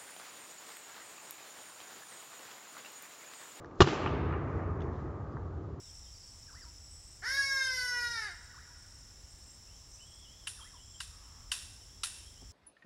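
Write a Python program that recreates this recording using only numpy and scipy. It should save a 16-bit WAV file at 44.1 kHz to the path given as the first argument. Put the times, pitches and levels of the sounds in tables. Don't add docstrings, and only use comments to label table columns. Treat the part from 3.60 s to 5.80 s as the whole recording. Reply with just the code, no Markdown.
import sys
import numpy as np
from scipy import signal
from scipy.io import wavfile
from scipy.ndimage import uniform_filter1d

SR = 44100
rng = np.random.default_rng(int(sys.argv[2]) if len(sys.argv) > 2 else 0)


def natural_amplitude(level_db):
    exponent = np.asarray(level_db, float) / 20
    return 10 ** exponent


def int16_out(signal):
    q = np.round(np.clip(np.atleast_2d(signal).T, -1, 1) * 32767)
    wavfile.write(sys.argv[1], SR, q.astype(np.int16))


N = 97020

# (frequency [Hz], level [dB], t60 [s])
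POCKET_MODES = [(205, -13, .05), (375, -4.5, 0.069), (559, -17.5, .04), (702, -15, 0.031),
                (790, -16, 0.012), (900, -17.5, 0.022), (1452, -13.5, .025), (1760, -17, 0.035),
                (2485, -24.5, .04), (3330, -20.5, 0.025), (3980, -24, 0.022)]
# (frequency [Hz], level [dB], t60 [s])
CLOSING_MODES = [(100.7, -6.5, 0.062), (338, -10.5, 0.028), (1169, -15.5, .08), (2880, -20, 0.065),
                 (3040, -20.5, .04), (4200, -27, 0.015)]
# (frequency [Hz], level [dB], t60 [s])
FLOOR_MODES = [(141.7, -23.5, .25), (88, -31, .3)]
# (frequency [Hz], density [dB per Hz])
CRACK_COLOUR = [(200, -15.5), (500, -8.5), (1000, 4.5), (2100, -15), (3100, -9.5), (5000, -14.5),
                (7600, -21)]
# (delay [s], level [dB])
WALL_ECHOES = [(.038, -16.5), (0.056, -30), (0.0681, -10.5), (.126, -16.5), (0.216, -30)]
# (frequency [Hz], density [dB per Hz])
TAIL_COLOUR = [(40, -29), (150, 2.5), (350, -0.5), (700, -6), (1100, -7.5), (2000, -12.5), (3500, -13.5),
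               (7600, -22)]
# (frequency [Hz], width [Hz], gain [dB])
TAIL_PEAKS = [(356, 58, 6), (826, 120, 1), (1190, 83, 9.5), (2600, 400, 0.5)]
# (frequency [Hz], t60 [s])
TAIL_DECAY = [(150, 7), (400, 7.67), (1100, 6.2), (1900, 3.74), (2600, 2), (3300, 1.21), (5000, 0.81),
              (7500, 0.63)]
# (frequency [Hz], build-up [s])
TAIL_BUILD_UP = [(80, 0.081), (300, .03), (2000, 0.015), (7000, .02)]
# (frequency [Hz], width [Hz], level [dB])
BOOM_PEAKS = [(67, 14, -1.5), (88.4, 30, 1.5), (139.6, 30, -4.5)]
# (time [s], peak level [dB], low edge [Hz], high edge [Hz], t60 [s])
SHOE_TICKS = [(.0448, -45.5, 900, 1890, 0.017), (.0452, -61, 2000, 6500, 0.016),
              (.058, -64.5, 1800, 6000, .02), (.1115, -58, 1500, 2490, .015),
              (0.1108, -67, 2600, 6500, 0.0075), (0.156, -69, 3960, 7330, 0.0091),
              (1.204, -55.5, 2800, 4040, 0.022), (1.207, -69, 4520, 7400, .015),
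              (1.217, -54.5, 2600, 3570, 0.029), (1.219, -62, 3700, 6500, 0.031),
              (1.72, -73.5, 4200, 5500, .1), (1.33, -74, 2800, 4200, .6), (1.7687, -40, 740, 1790, 0.026)]
# (middle [s], length [s])
CLOTH_SCUFFS = [(.95, .1), (1.24, 0.032), (1.385, 0.089)]
# (frequency [Hz], density [dB per Hz])
AIR_COLOUR = [(18, -35.5), (30, -11.5), (79, 7), (205, -9), (420, -7), (804, -18.5), (1140, -24.5),
              (2620, -35), (7600, -42.5), (9880, -77.5), (16700, -120)]

SLAP_S, SHUT_S, MUTE_S = 0.2045, 0.2175, 0.2275
FLUTTER_S = 0.2553


def read(points, hz):
    f, value = np.transpose(points)
    return np.interp(np.log(hz + 1), np.log(f + 1), value)


def evened(x):
    return x / np.sqrt(np.mean(x ** 2) + 1e-20)


def since(s):
    return np.maximum(np.arange(N) / SR - s, 0)


def later(x, s):
    k = round(s * SR)
    return np.r_[np.zeros(k), x[:N - k]]


def dull(x, order, hz):
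    return signal.lfilter(*signal.butter(order, hz, fs=SR), x)


def band(x, lo_hz, hi_hz):
    sos = signal.butter(2, [lo_hz, hi_hz], "band", fs=SR, output="sos")
    return evened(signal.sosfilt(sos, x))


def noise(shape_db, size):
    hop = size // 4
    hz = np.fft.rfftfreq(size, 1 / SR)[:, None]
    t = np.arange(N // hop + 5)[None] * hop / SR
    a, b = rng.standard_normal((len(t[0]), len(hz), 2)).T
    spectra = (a + 1j * b) * natural_amplitude(shape_db(hz, t))
    return signal.istft(spectra, nperseg=size, noverlap=size - hop)[1][:N]


def coloured(points):
    return lambda hz, t: read(points, hz) - 60 * (hz > 8500) + 0 * t


def ring(modes, s, rise_s):
    t = since(s)
    tones = sum(natural_amplitude(db - 60 * t / t60) * np.sin(2 * np.pi * hz * t) for hz, db, t60 in modes)
    return (1 - np.exp(-t / rise_s)) * tones


def mitt(t60=9.0):
    grit = evened(noise(coloured(CRACK_COLOUR), size=256))
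    slap = ring(POCKET_MODES, SLAP_S, rise_s=0.00048)
    closing = -ring(CLOSING_MODES, SHUT_S, rise_s=0.00052)
    out = np.zeros(N)
    for s, crack_db, modes in [(SLAP_S, -14.5, slap), (SHUT_S, -19, closing)]:
        t = since(s)
        crack = grit * natural_amplitude(crack_db - 60 * t / 0.067) * np.minimum(t / 0.003, 1)
        out = out + (modes + crack) * natural_amplitude(-60 * t / t60)
    mute_db, mute_fall_s = -12, 0.002
    return out * natural_amplitude(mute_db * np.minimum(since(MUTE_S) / mute_fall_s, 1))


def floor_thud():
    return ring(FLOOR_MODES, 0.2275, rise_s=0.0045)


def echoes():
    round_s, round_loss_db, smear_t60 = 0.263, -3.5, 0.08
    attacks = mitt(t60=0.05)
    thin = signal.lfilter(*signal.butter(1, 400, "high", fs=SR), attacks)
    out = dull(sum(natural_amplitude(db) * later(thin, s) for s, db in WALL_ECHOES), 1, 2600)
    panel = signal.lfilter(*signal.iirpeak(2530, 6, fs=SR), thin)
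    back = natural_amplitude(-14.5) * (thin + 2 * panel)
    t = np.arange(2000) / SR
    for trip in range(4):
        back = signal.sosfilt(signal.butter(4, 2600, fs=SR, output="sos"), back)
        out = out + later(back, FLUTTER_S + trip * round_s)
        smear = rng.standard_normal(len(t)) * natural_amplitude(-60 * t / smear_t60)
        smear = smear / np.linalg.norm(smear)
        back = natural_amplitude(round_loss_db) * signal.oaconvolve(dull(back, 2, 1700), smear)[:N]
    return out


def hall():
    tail_db, wait_s, near_db, near_t60 = -33, 0.054, -20.5, 0.15
    earlier_s, earlier_db = -1.42, -3

    def colour(hz, t):
        peaks = sum(db / (1 + (2 * (hz - f) / w) ** 2) for f, w, db in TAIL_PEAKS)
        return coloured(TAIL_COLOUR)(hz, t) + peaks

    def shape(hz, t):
        u = np.maximum(t - SLAP_S - wait_s, 0)
        t60 = read(TAIL_DECAY, hz)
        older = natural_amplitude(2 * earlier_db + 2 * 60 * (earlier_s + u - t) / t60)
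        older = older / (1 + (330 / (hz + 1)) ** 6)
        rise = 10 * np.log10(1 - np.exp(-u / read(TAIL_BUILD_UP, hz)) + older)
        surge = 0.5 * np.cos(2 * np.pi * (t - SLAP_S - 0.03) / FLUTTER_S)
        hard_band = (np.tanh((hz - 1800) / 400) - np.tanh((hz - 2800) / 100)) / 2
        hard_walls = -0.5 * hard_band * (1 - np.exp(-u / 0.48))
        lumps = uniform_filter1d(rng.standard_normal(rise.T.shape), 30, axis=0)
        lumps = 1.5 * evened(uniform_filter1d(lumps, 2, axis=1)).T
        return colour(hz, t) + hard_walls + lumps + rise + surge - 60 * u / t60

    steady = noise(colour, size=512)
    scale = 1 / np.sqrt(np.mean(steady ** 2))
    t = since(SLAP_S)
    near = natural_amplitude(near_db - 60 * t / near_t60) * (t > 0.002)
    return scale * (natural_amplitude(tail_db) * noise(shape, size=512) + near * steady)


def boom():
    def shape(hz, t):
        peaks = sum(natural_amplitude(db) / (1 + (2 * (hz - f) / w) ** 2) for f, w, db in BOOM_PEAKS)
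        return 20 * np.log10(peaks) + 0 * t

    level_db, rise_s, t60 = -32, 0.16, 11.23
    u = since(SLAP_S + 0.089)
    return evened(noise(shape, size=4096)) * natural_amplitude(level_db - 60 * u / t60) * (1 - np.exp(-u / rise_s))


def slap_hiss():
    level_db, slope_db_per_s = -57.5, 700
    swell = natural_amplitude(level_db - slope_db_per_s * abs(since(0) - SLAP_S))
    return band(rng.standard_normal(N), 2500, 7000) * swell


def scuffs():
    swells = sum(np.exp(-((since(0) - s) / length) ** 2) for s, length in CLOTH_SCUFFS)
    return natural_amplitude(-76.5) * band(rng.standard_normal(N), 2500, 7000) * swells


def shoes():
    signs = np.sign(rng.standard_normal(N))
    out = np.zeros(N)
    for s, db, lo_hz, hi_hz, t60 in SHOE_TICKS:
        t = since(s)
        grain = np.sqrt(SR / 2 / (hi_hz - lo_hz))
        click = natural_amplitude(10.5) * grain * (t < 1.5 / SR)
        burst = natural_amplitude(db - 60 * t / t60) * (t > 0) * (signs * grain + click)
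        sos = signal.butter(7, [lo_hz, hi_hz], "band", fs=SR, output="sos")
        out = out + signal.sosfilt(sos, burst)
    return out


def air():
    return natural_amplitude(-51.5) * evened(noise(coloured(AIR_COLOUR), size=2048))


def scene():
    catch = mitt() + floor_thud()
    room = echoes() + hall() + boom()
    return (catch + room + slap_hiss() + scuffs() + shoes() + air())[None]


def top_cut(x):
    return signal.sosfilt(signal.butter(12, 8550, fs=SR, output="sos"), x)


def record(dry):
    ceiling = 1.5
    edge = signal.firwin(511, 7650, window=("kaiser", 7), fs=SR)
    x = signal.filtfilt(*signal.butter(2, 41, "high", fs=SR), dry)
    x = signal.oaconvolve(x, edge[None], "same")
    mix = ceiling * np.tanh(x / ceiling)
    return top_cut(mix)


dry = scene()
out = record(dry)
int16_out(out)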